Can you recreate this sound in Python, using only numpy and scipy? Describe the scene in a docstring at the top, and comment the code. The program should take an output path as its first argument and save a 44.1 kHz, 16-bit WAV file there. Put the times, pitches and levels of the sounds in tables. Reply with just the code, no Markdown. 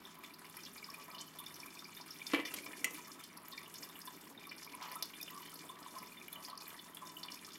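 """Cat at a food jar, close up

Indoors in a quiet home: a cat paws and noses dry food out of a jar lying on a wooden table, a phone close by.
Pellet and claw ticks are short noise bursts and snaps that ring the air in the jar; pips sound one resonance.
Rubbing is noise in stick-slip jerks; knocks ring the jar wall and the table as decaying sines.
A little room tail surrounds them; steady rumble and hiss, a hum and an appliance tone lie faintly underneath.
"""
import sys
import numpy as np
from scipy import signal
from scipy.fft import rfft, irfft
from scipy.io import wavfile
from scipy.ndimage import uniform_filter1d

SR = 44100
rng = np.random.default_rng(int(sys.argv[2]) if len(sys.argv) > 2 else 0)


def transcribe(signal):
    """Save signal, clipped to [-1, 1], as a 16-bit WAV file at the path in sys.argv[1]."""
    frames = np.atleast_2d(signal).T
    limited = np.clip(frames, -1, 1)
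    pcm = np.round(limited * 32767).astype(np.int16)
    wavfile.write(sys.argv[1], SR, pcm)


N = 334278
GRAIN = 8192  # longest single event, in samples


def undb(db):
    """Decibels to gain."""
    return 10 ** (np.asarray(db) / 20)


def level(x, db):
    """Scale to an rms level."""
    return x * undb(db) / np.sqrt(np.mean(x ** 2))


def peak(x, db):
    """Scale each row to a peak level."""
    return x * (undb(db) / np.abs(x).max(axis=-1))[..., None]


def shaped(gain, size=N):
    """Noise whose gain is a function of frequency; rows of gain give rows of noise."""
    g = gain(np.maximum(np.fft.rfftfreq(size, 1 / SR), 1))
    white = rng.standard_normal(g.shape[:-1] + (size,))
    return irfft(rfft(white) * g, size)


def bell(hz, centre_hz, octaves):
    """Bell-shaped band on a log-frequency axis."""
    return np.exp(-.5 * (np.log2(hz / centre_hz) / octaves) ** 2)


def burst_noise(count, centre_hz, octaves):
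    """One grain of bell-shaped noise per blow."""
    return shaped(lambda f: np.tile(bell(f, centre_hz, octaves), (count, 1)), size=GRAIN)


def above(x, hz):
    """Steep high-pass: a small body radiates nothing far below its lowest mode."""
    return signal.sosfilt(signal.butter(4, hz, "high", fs=SR, output="sos"), x)


def through(x, response):
    """Convolve along time, keeping the length."""
    return signal.fftconvolve(x, response, axes=-1)[..., :x.shape[-1]]


def rings(modes, scatter_db, count, size=GRAIN):
    """One response per blow: decaying sines, each blow landing elsewhere and so weighting them anew."""
    hz, db, t60 = np.transpose(modes)
    t = np.arange(size) / SR
    sines = np.sin(2 * np.pi * hz[:, None] * t) * 1000. ** (-t / t60[:, None])
    weights = undb(db + scatter_db * rng.standard_normal((count, len(hz))))
    return weights @ sines


def place(times, grains):
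    """Lay each grain down at its time."""
    out = np.zeros(N + GRAIN)
    for s, g in zip(times, grains):
        i = int(s * SR)
        out[i:i + len(g)] += g
    return out[:N]


def slips(rate, spread_db, fade_ms):
    """Envelope of stick-slip rubbing: uneven jerks that start quickly and die away; rms 1."""
    chance, size = rng.random((2, N))
    jerks = (chance < rate / SR) * undb(-spread_db * np.log(1 - .95 * size))
    age = np.arange(SR // 10) / SR * 1000 / fade_ms
    power = through(jerks ** 2, np.exp(-2 * age) * (1 - np.exp(-age / 0.044)))
    return level(np.sqrt(np.abs(power)), 0)


def walk(rate):
    """Random levels held 1 / rate s and smoothed twice; spread near 1."""
    k = int(SR / rate)
    held = np.repeat(rng.standard_normal(N // k + 1), k)
    return 1.615 * uniform_filter1d(uniform_filter1d(held, k), k)[:N]


# Resonances of the air in the jar: f/Hz, level/dB, t60/s
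AIR_MODES = [(670, -0.5, 0.018), (1024, -4, 0.061), (1124, -20, 0.028), (1140, -5.5, 0.049),
             (1286, -5, 0.057), (2007, -0.5, 0.0092), (2360, -5, 0.025), (2430, -6, 0.032),
             (3020, -6, 0.035), (3575, -3, 0.042), (4490, -8, 0.028), (5165, -4.5, 0.015),
             (5487, 0.5, 0.0099), (5920, 1.5, 0.007), (6720, -3.5, 0.0097)]


def ticks(s, db, hz, spray_db, fade_ms, octaves, size=GRAIN // 4):
    """A snap and a short rough contact, heard straight and through the air of the jar, with a spray of treble."""
    t = np.arange(size) / SR
    hz, octaves = hz[:, None], np.clip(octaves, .05, 1.5)[:, None]
    age = t * 1000 / np.clip(fade_ms, .2, 30)[:, None]
    fade = np.exp(-age) * (1 - np.exp(-age / 0.32))
    snap = np.sin(2 * np.pi * hz * t) * np.exp(-2.2 * hz * octaves * t)  # the wider the spread, the shorter
    snap_db = 5 + 0.5 * (db + 26.5)  # harder contacts snap more
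    rough = fade * shaped(lambda f: bell(f, hz, octaves), size=size)
    contact = peak(rough, 0) + peak(snap, snap_db)
    # a narrow contact is mostly heard as the ring of the jar, a broad one as itself
    air = rings(AIR_MODES, 3., count=len(s), size=size)
    body = through(contact, air) + undb(43) * octaves * contact
    spray_hz = 11600 * 2 ** (0.11 * rng.standard_normal((len(s), 1)))
    spray_fade = np.exp(-1.2 * age) * (1 - np.exp(-age / 0.15))
    spray = spray_fade * shaped(lambda f: bell(f, spray_hz, 0.25), size=size)
    close = np.cos(np.pi / 2 * t / t[-1])  # no click at the grain's end
    return place(s, close * (peak(above(body, 436), db) + peak(spray, db + spray_db)))


# The louder pellet and claw ticks: t/s, peak level/dB, strongest f/Hz, treble spray level/dB re the tick
LOUD_TICKS = [(0.187, -50.5, 1050, 4), (0.236, -43, 2280, -4), (0.244, -44.5, 3250, -7),
              (0.337, -49, 4530, 2.5), (0.392, -58, 4500, 12), (0.417, -46, 1370, -10),
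              (0.445, -44.5, 2240, -18), (0.497, -57, 3550, 15), (0.568, -47.5, 2300, 8),
              (0.634, -41.5, 5550, -8), (0.651, -40.5, 5300, -10), (0.662, -41, 3270, -7),
              (0.78, -45.5, 4400, -28), (0.827, -43, 2480, -24), (0.843, -38, 4870, -33),
              (0.901, -41, 5370, -6), (0.94, -51, 2430, 7), (1.101, -47, 2280, 0), (1.113, -46, 4700, -12),
              (1.147, -44.5, 4600, -2), (1.182, -41.5, 3650, -30), (1.187, -43, 4500, -32),
              (1.196, -55, 4630, -20), (1.211, -36, 6700, -13), (1.387, -44, 3400, 5.5),
              (1.4, -50, 1100, 10), (1.438, -46.5, 3300, 0), (1.461, -46.5, 5270, 4),
              (1.541, -41.5, 5740, -4), (1.6, -46, 5830, 1), (1.66, -50, 1340, 9.5),
              (1.791, -47, 5000, -15), (1.843, -42, 4930, -25), (2.01, -43, 4930, -15),
              (2.106, -40, 5330, -5), (2.269, -40.5, 4930, -9), (2.472, -41.5, 2330, -5),
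              (2.539, -40, 2880, 9), (2.732, -38.5, 2110, -19), (2.946, -52, 2040, 11),
              (2.98, -49, 1000, 5), (3.08, -49.5, 1140, -11), (3.238, -43.5, 4640, 2.5),
              (3.372, -47.5, 4830, 6.5), (3.483, -51, 2400, 13), (3.525, -42.5, 4300, -24),
              (3.575, -37.5, 2140, -36), (3.577, -40, 4670, -23), (3.659, -46.5, 2940, -20),
              (3.678, -49, 1130, 2), (3.74, -47.5, 5970, 9.5), (3.784, -42, 6700, -20),
              (3.829, -38.5, 5060, -21), (3.955, -44.5, 2850, -8), (3.99, -58.5, 1290, 20),
              (4.016, -42, 5360, -6), (4.074, -41.5, 3560, -10), (4.492, -41, 4970, -33),
              (4.514, -38, 2440, -28), (4.628, -41, 5700, -6), (4.645, -46, 5430, 0),
              (4.674, -45, 2350, -18), (4.733, -43.5, 2400, -14), (4.75, -53, 2880, 13),
              (4.803, -47, 2200, -15), (4.818, -41, 980, -21), (4.852, -47, 2750, -15),
              (4.867, -46, 2490, -19), (4.88, -50, 945, 0), (4.916, -46.5, 2310, 10),
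              (4.955, -45, 1030, 10), (5.025, -31.5, 3980, -1), (5.025, -28.5, 5260, -2),
              (5.055, -45, 4600, 5), (5.136, -41.5, 2700, -10), (5.212, -44, 5100, 9),
              (5.228, -36.5, 5870, 0), (5.278, -39, 3000, -17), (5.306, -52, 1100, 13),
              (5.418, -50, 2830, 5), (5.455, -48.5, 1950, -9), (5.541, -52.5, 1130, 14.5),
              (5.555, -45, 4900, 1), (5.691, -44.5, 3350, -19), (5.862, -50, 3480, -10),
              (5.984, -43, 5300, 0), (6.028, -46, 2360, 1), (6.07, -48, 5300, -14),
              (6.169, -46.5, 2370, -16), (6.282, -42, 2670, 2.5), (6.328, -42, 3800, 7),
              (6.355, -47, 2650, 3), (6.449, -38, 4870, -17), (6.461, -44, 5900, -16),
              (6.499, -43, 4100, -3), (6.576, -39, 5300, -2), (6.607, -44, 4430, -19),
              (6.679, -48, 2220, 10.5), (6.744, -48, 1730, -21), (6.791, -42, 3700, -39),
              (6.947, -59, 5000, 20.5), (6.97, -40.5, 3150, -4), (7.169, -52, 2960, 8.5),
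              (7.231, -38, 4210, -14), (7.232, -37, 4400, -16), (7.241, -54, 4000, -10),
              (7.284, -36.5, 2910, -29), (7.389, -49.5, 3000, -13), (7.478, -49, 1320, -27),
              (7.519, -45.5, 4700, -11)]
TICK_FADE_MS, TICK_OCTAVES = 4.6, 0.2  # a typical contact at 2.5 kHz
TICK_SCATTER = 0.25  # log spread of both
FADE_SLOPE, SPREAD_SLOPE = -0.055, 0.042  # exponents of pitch


def loud_ticks():
    """The louder contacts: lower ticks come from bigger contacts and last longer."""
    s, db, hz, spray_db = np.transpose(LOUD_TICKS)
    fade_vary, spread_vary = np.exp(TICK_SCATTER * rng.standard_normal((len(s), 2)).T)
    pitch = hz / 2500
    fade_ms = TICK_FADE_MS * pitch ** FADE_SLOPE * fade_vary
    octaves = TICK_OCTAVES * pitch ** SPREAD_SLOPE * spread_vary
    return ticks(s, db, hz, spray_db, fade_ms, octaves)


def patter(stir_db, count=500):
    """Countless smaller pellets shift: mostly faint, of any pitch, as loud as the stirring around them."""
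    when, loudness, pitch, spray, fade, spread = rng.random((count, 6)).T
    s = when * (N - 1) / SR
    db = stir_db[(s * SR).astype(int)] + 6.5 - 2.0 * np.log(1 - 0.88 * loudness)
    hz = 950 * 2 ** (3.014 * pitch)
    return ticks(s, db, hz, -22 + 26 * spray ** 2.0, 0.5 + 4 * fade, 0.038 + 0.91 * spread)


PIP_RISE, PIP_DETUNE, PIP_WOBBLE = 0.22, 0.035, 0.47  # share of the length; pitch spread; unevenness of the level


def pips(s, length_ms, db, hz, size=GRAIN // 4):
    """A short uneven sine that swells, holds and dies; its pitch slides a little."""
    age = np.arange(size) / SR * 1000 / np.clip(length_ms, 2, 40)[:, None]
    u = rng.standard_normal((len(s), 3)).T[..., None]
    swell = (1 - np.exp(-(age / PIP_RISE) ** 2)) * np.exp(-1.6 * age ** 2.0)
    swell = swell * (1 + PIP_WOBBLE * np.sin(6 * age + 3 * u[0]))
    sliding_hz = hz[:, None] * (1 + PIP_DETUNE * u[1] * (np.minimum(age, 1.5) - .5))
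    phase = np.cumsum(sliding_hz, axis=1) * 2 * np.pi / SR
    return place(s, peak(swell * np.sin(phase), db))


# Glancing contacts, each a small clear pip: t/s, length/ms, peak level/dB, f/Hz
CLEAR_PIPS = [(0.052, 5.1, -42, 3540), (0.67, 6.1, -46, 3556), (0.887, 15, -43.5, 1100),
              (0.941, 9.9, -42.5, 2400), (1.146, 8.8, -44.5, 2970), (1.205, 8.7, -46, 3030),
              (1.278, 13, -50.5, 3020), (1.463, 8.8, -40, 3570), (1.631, 8.8, -41.5, 2350),
              (1.68, 8.6, -48.5, 2360), (1.771, 9.4, -45.5, 2390), (1.79, 7.2, -45.5, 3600),
              (1.852, 9.8, -45.5, 2340), (1.966, 12, -47.5, 3580), (2.215, 7.4, -38.5, 2350),
              (2.507, 9.8, -46, 2710), (2.632, 13, -49, 2420), (2.661, 7.6, -42, 2310),
              (3.521, 35, -51, 3620), (3.526, 20, -47, 1088), (4.073, 13, -45, 1020),
              (4.375, 8.5, -45.5, 3650), (4.438, 9.2, -49.5, 2390), (4.741, 12, -43, 1015),
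              (4.958, 25, -42, 1290), (5.2, 10.6, -43, 2460), (5.212, 9.8, -45, 3620),
              (5.37, 11, -43, 1130), (5.693, 17, -43.5, 1045), (5.861, 9.7, -40.5, 1037),
              (5.959, 21, -42, 1058), (6.118, 9.7, -48.5, 2420), (6.17, 21, -51, 3560),
              (6.213, 6.9, -44, 2380), (6.357, 8.6, -44, 3000), (6.527, 13, -41, 1108),
              (6.576, 8, -46, 4420), (7.017, 24, -45.5, 1030), (7.167, 8.3, -42.5, 2980)]


def clear_pips():
    """Glancing contacts that sound one resonance of the jar alone."""
    return pips(*np.transpose(CLEAR_PIPS))


# Resonances that the weaker pips sound: f/Hz
FAINT_PIP_PITCHES = [1040, 1280, 2440, 3150, 3603]


def faint_pips(stir_db, count=50):
    """Many weaker pips on the same few resonances."""
    when, which, detune, length, loudness = rng.random((count, 5)).T
    s = when * (N - 1) / SR
    hz = np.array(FAINT_PIP_PITCHES)[(which * len(FAINT_PIP_PITCHES)).astype(int)]
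    hz = hz * (1 + 0.023 * (detune - .5))
    db = stir_db[(s * SR).astype(int)] + 4 + 5 * loudness
    return pips(s, 4 + 7 * length, db, hz)


# Resonances of the table top: f/Hz, level/dB, t60/s
TABLE_MODES = [(277, -15, 0.29), (309.5, 4.5, 0.099), (452, 0, 0.029), (474, -7, 0.14), (669, -3.5, 0.045),
               (810, -9, 0.066), (1090, 6, 0.019), (1280, -8.5, 0.039)]
# Blows of the jar: t/s, peak level/dB, then re that peak: table thud level/dB, treble crack level/dB,
# clatter level/dB; time until the jar lands again and damps the rings t/ms, lift of the wall's upper modes/dB
BLOWS = [(2.3, -41.5, -25, -3, 2, 5.2, 10), (2.319, -34, -31, -16, -11, 12, 6),
         (2.3347, -29, 8.5, -11, 3, 18, 14), (2.3464, -20.5, -39, -21, -14, 25, 9),
         (2.359, -38, -3, -13, 1, 20, 6), (2.391, -38.5, 8, -23, -10, 24.7, 2),
         (2.3996, -31, -29, -27, -9, 30, 3), (2.8442, -20, -23, -2.5, -25, 62, 0),
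         (2.9073, -50.5, 7.5, 6, -5, 54, 8)]
# Resonances of the jar wall and lid: f/Hz, level/dB, t60/s
WALL_MODES = [(1500, 7, 0.022), (2026, 19, 0.038), (2310, 9, 0.045), (2600, -1, 0.084), (2763, -3, 0.05),
              (2940, -5, 0.037), (3480, -8, 0.0078), (4400, -8, 0.035), (5840, -10.5, 0.042),
              (6380, -4, 0.027), (6870, -11, 0.072), (8100, -21, 0.067), (10800, -11, 0.02),
              (11330, -5, 0.029)]
THUD_RISE_MS, DAMP_MS = 1.2, 1.3
THUD_DAMPED_DB, WALL_DAMPED_DB = -28, -15  # what is left of the rings once the jar has landed


def knocks():
    """Each blow rings the wall, thuds the table and shakes the pellets; a sharp blow also cracks and rings high."""
    s, db, thud_db, crack_db, clatter_db, held_ms, lift_db = np.transpose(BLOWS)
    count = len(s)
    t = np.arange(GRAIN) / SR
    modes = np.array(WALL_MODES)
    band = np.digitize(modes[:, 0], (2200, 3400))
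    low, upper, high = (rings(modes[band == k], 1.5, count=count) for k in range(3))
    low = low + undb(lift_db)[:, None] * upper
    crack = np.exp(-t / 0.0041) * burst_noise(count, 8500, 0.6)
    clatter = np.exp(-t / .011) * burst_noise(count, 1900, .8)
    rattle = 1.5 + 0.7 * level(burst_noise(count, 150, 1.2), 0)  # the loose lid buzzes
    free = (1 - np.tanh((t * 1000 - held_ms[:, None]) / DAMP_MS)) / 2  # 1 until the jar lands, then 0
    wall_damping = free + (1 - free) * undb(WALL_DAMPED_DB)
    low, high = low * wall_damping, high * wall_damping
    thud_envelope = (1 - np.exp(-t * 1000 / THUD_RISE_MS)) * (free + (1 - free) * undb(THUD_DAMPED_DB))
    close = np.cos(np.pi / 2 * t / t[-1])
    thud = above(thud_envelope * rings(TABLE_MODES, 1.1, count=count), 166) * close
    blow = peak(above(low * (1 + 0.15 * rattle), 2300), db)
    blow = blow + peak(above(clatter, 370), db + clatter_db)
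    blow = blow + peak(thud, db + thud_db)
    blow = blow + peak(above(high * rattle, 3800), db + crack_db - 0.5)
    blow = blow + peak(crack, db + crack_db)
    return place(s, blow)


# Rubbing, as nominal background levels before each layer's trim: t/s, bright scrape in the jar level/dB,
# dull scrape level/dB, jar on the table level/dB, fur level/dB
RUBBING = [(0.0, -61.5, -62, -72, -71), (0.76, -59, -61, -63.5, -64.5), (1.14, -62, -55, -64, -67.5),
           (2.15, -57, -67.5, -68, -64.5), (2.51, -54, -59, -52.5, -60), (3.27, -60, -61.5, -65.5, -64.5),
           (3.44, -59.5, -58, -62.5, -66.5), (4.09, -59, -62, -59, -61), (4.43, -57.5, -69, -61, -69),
           (4.9, -56.5, -51, -59.5, -65), (5.11, -60, -69, -63, -64.5), (5.38, -56.5, -67, -64, -61),
           (5.81, -59.5, -55.5, -58.5, -66.5), (6.25, -64.5, -57.5, -65, -67),
           (6.56, -56.5, -55.5, -65, -62.5), (6.93, -60, -57.5, -65.5, -65), (7.22, -58, -55.5, -63.5, -63),
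           (7.58, -56, -64, -70, -67)]


def stirring():
    """The four rubbing levels, bright, dull, drag and fur, gliding between the listed times."""
    s, *columns = np.transpose(RUBBING)
    return [np.interp(np.arange(N) / SR, s, c) for c in columns]


def rustle(bright_db, dull_db, drag_db, fur_db):
    """Rubbing rumbles in the table and fills the jar's low and high resonances; fur crackles above them."""
    air = rings(AIR_MODES, 0., count=1)[0]
    air[0] += undb(23.5)  # some of it arrives straight
    wood = rings(TABLE_MODES, 0., count=1)[0]
    wood[0] += undb(44.5)
    drag = through(shaped(lambda f: bell(f, 370, 1.0)) * slips(60, 2.2, 26), wood)
    dull = through(shaped(lambda f: bell(f, 1075, 0.66)) * slips(70, 7.0, 32.0), air)
    brushing = slips(45, 7.4, 25.7)  # one stroke stirs pellets and fur alike
    # separate patches rub at separate pitches, each in its own jerks
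    bright, fur = 0, 0
    for hz, db in ((2300, -2), (3400, -6.5), (5200, 3.0)):
        bright = bright + level(shaped(lambda f: bell(f, hz, 0.49)), db) * slips(55, 4.6, 5.5)
    bright = through(bright * brushing ** 1.04, air)
    for hz, db in ((6800, -4), (8300, -6), (10200, -1.5), (12200, -1), (14500, -10.5)):
        patch = level(shaped(lambda f: bell(f, hz, 0.21)), db)
        fur = fur + patch * brushing ** 0.41 * slips(110, 4.7, 13.6)
    return (level(drag, -4.5) * undb(drag_db) + level(dull, -6.0) * undb(dull_db)
            + level(bright, -4.0) * undb(bright_db) + fur * undb(fur_db))


# Longer grainy scrapes: start t/s, length/s, noise level/dB before swell and jerks, centre f/Hz, spread/octaves
SLIDES = [(0.226, 0.04, -60, 2600, 0.43), (0.64, 0.058, -61, 4630, 0.44), (2.327, 0.1, -48, 2600, 0.2),
          (2.364, 0.029, -40, 460, 0.08), (2.42, 0.086, -53, 300, 0.42), (2.48, 0.61, -61, 300, 0.3),
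          (2.537, 0.013, -43.5, 2600, 1.08), (2.555, 0.068, -49.5, 3760, 1.1),
          (2.578, 0.025, -51, 2290, 0.08), (3.516, 0.024, -48.5, 4280, 0.29), (4.8, 0.097, -50, 1010, 0.38),
          (4.809, 0.079, -54.5, 2470, 0.74), (5.31, 0.096, -55, 1090, 0.095)]


def scrapes():
    """The jar or a pawful of pellets slides: dense jerks of noise, narrow or broad, that swell and fade."""
    t, out = np.arange(N) / SR, 0
    for s, length, db, hz, octaves in SLIDES:
        swell = np.sin(np.pi * np.clip((t - s) / length, 0, 1) ** 0.62) ** 1.1
        out = out + swell * level(shaped(lambda f: bell(f, hz, octaves)), db)
    return above(out * slips(900, 4.6, 2.8), 230)


ROOM_T60_S, ROOM_DB = 0.26, -11.5
ROOM_LOW_HZ, ROOM_HZ = 427, 5830  # the room returns less and less below and above these


def room(near):
    """A little room around the jar: band-limited noise that dies away, starting after 4 ms."""
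    t = np.arange(SR // 2) / SR
    noise = shaped(lambda f: 1 / (1 + (f / ROOM_HZ) ** 2) / (1 + (ROOM_LOW_HZ / f) ** 2), size=len(t))
    tail = noise * 1000. ** (-t / ROOM_T60_S) * (t > .004)
    return undb(ROOM_DB) * through(near, tail / np.sqrt(np.sum(tail ** 2)))


# Colour of the rumble and hiss: f/Hz, relative density level/dB per Hz
HOUSE_COLOUR = [(25, -20), (75, -20.5), (120, -12), (200, 0), (300, 0.5), (390, -1.5), (520, -21),
                (1000, -8.5), (2400, -14), (5000, -20.5), (8000, -36), (12000, -22), (15500, -27)]
HOUSE_DB, HOUSE_WAVER_DB = -60.5, 0.6  # rms before the waver; spread of the waver
# A faint wavering hum: f/Hz, width/Hz, level/dB
FAINT_HUM = (99.3, 1.45, -82)
# A wavering appliance tone: f/Hz, width/Hz, level/dB
APPLIANCE = (167, 6.77, -71.5)


def house():
    """Steady rumble and hiss as shaped noise, a faint hum and an appliance tone as sines that waver."""
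    hz, db = np.transpose(HOUSE_COLOUR)
    air = level(shaped(lambda f: undb(np.interp(np.log(f), np.log(hz), db))), HOUSE_DB)
    tones = 0
    for centre_hz, width_hz, tone_db in (FAINT_HUM, APPLIANCE):
        phase = np.cumsum(centre_hz + width_hz / 2 * walk(6)) * 2 * np.pi / SR
        tones = tones + level(np.sin(phase) * undb(1.2 * walk(6)), tone_db)
    return air * undb(HOUSE_WAVER_DB * walk(3.96)) + tones


def scene():
    """Everything at the jar, a little room around it, the house below."""
    bright_db, dull_db, drag_db, fur_db = stirring()
    near = loud_ticks() + patter(bright_db)
    near = near + clear_pips() + faint_pips(bright_db)
    near = near + knocks() + rustle(bright_db, dull_db, drag_db, fur_db) + scrapes()
    return (near + room(near) + house())[None]


TOP_HZ = 15800


def record(dry):
    """Steep low-pass at TOP_HZ: nothing is heard above about 15.8 kHz."""
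    return signal.sosfilt(signal.ellip(10, .2, 70, TOP_HZ, fs=SR, output="sos"), dry)


dry = scene()
out = record(dry)
transcribe(out)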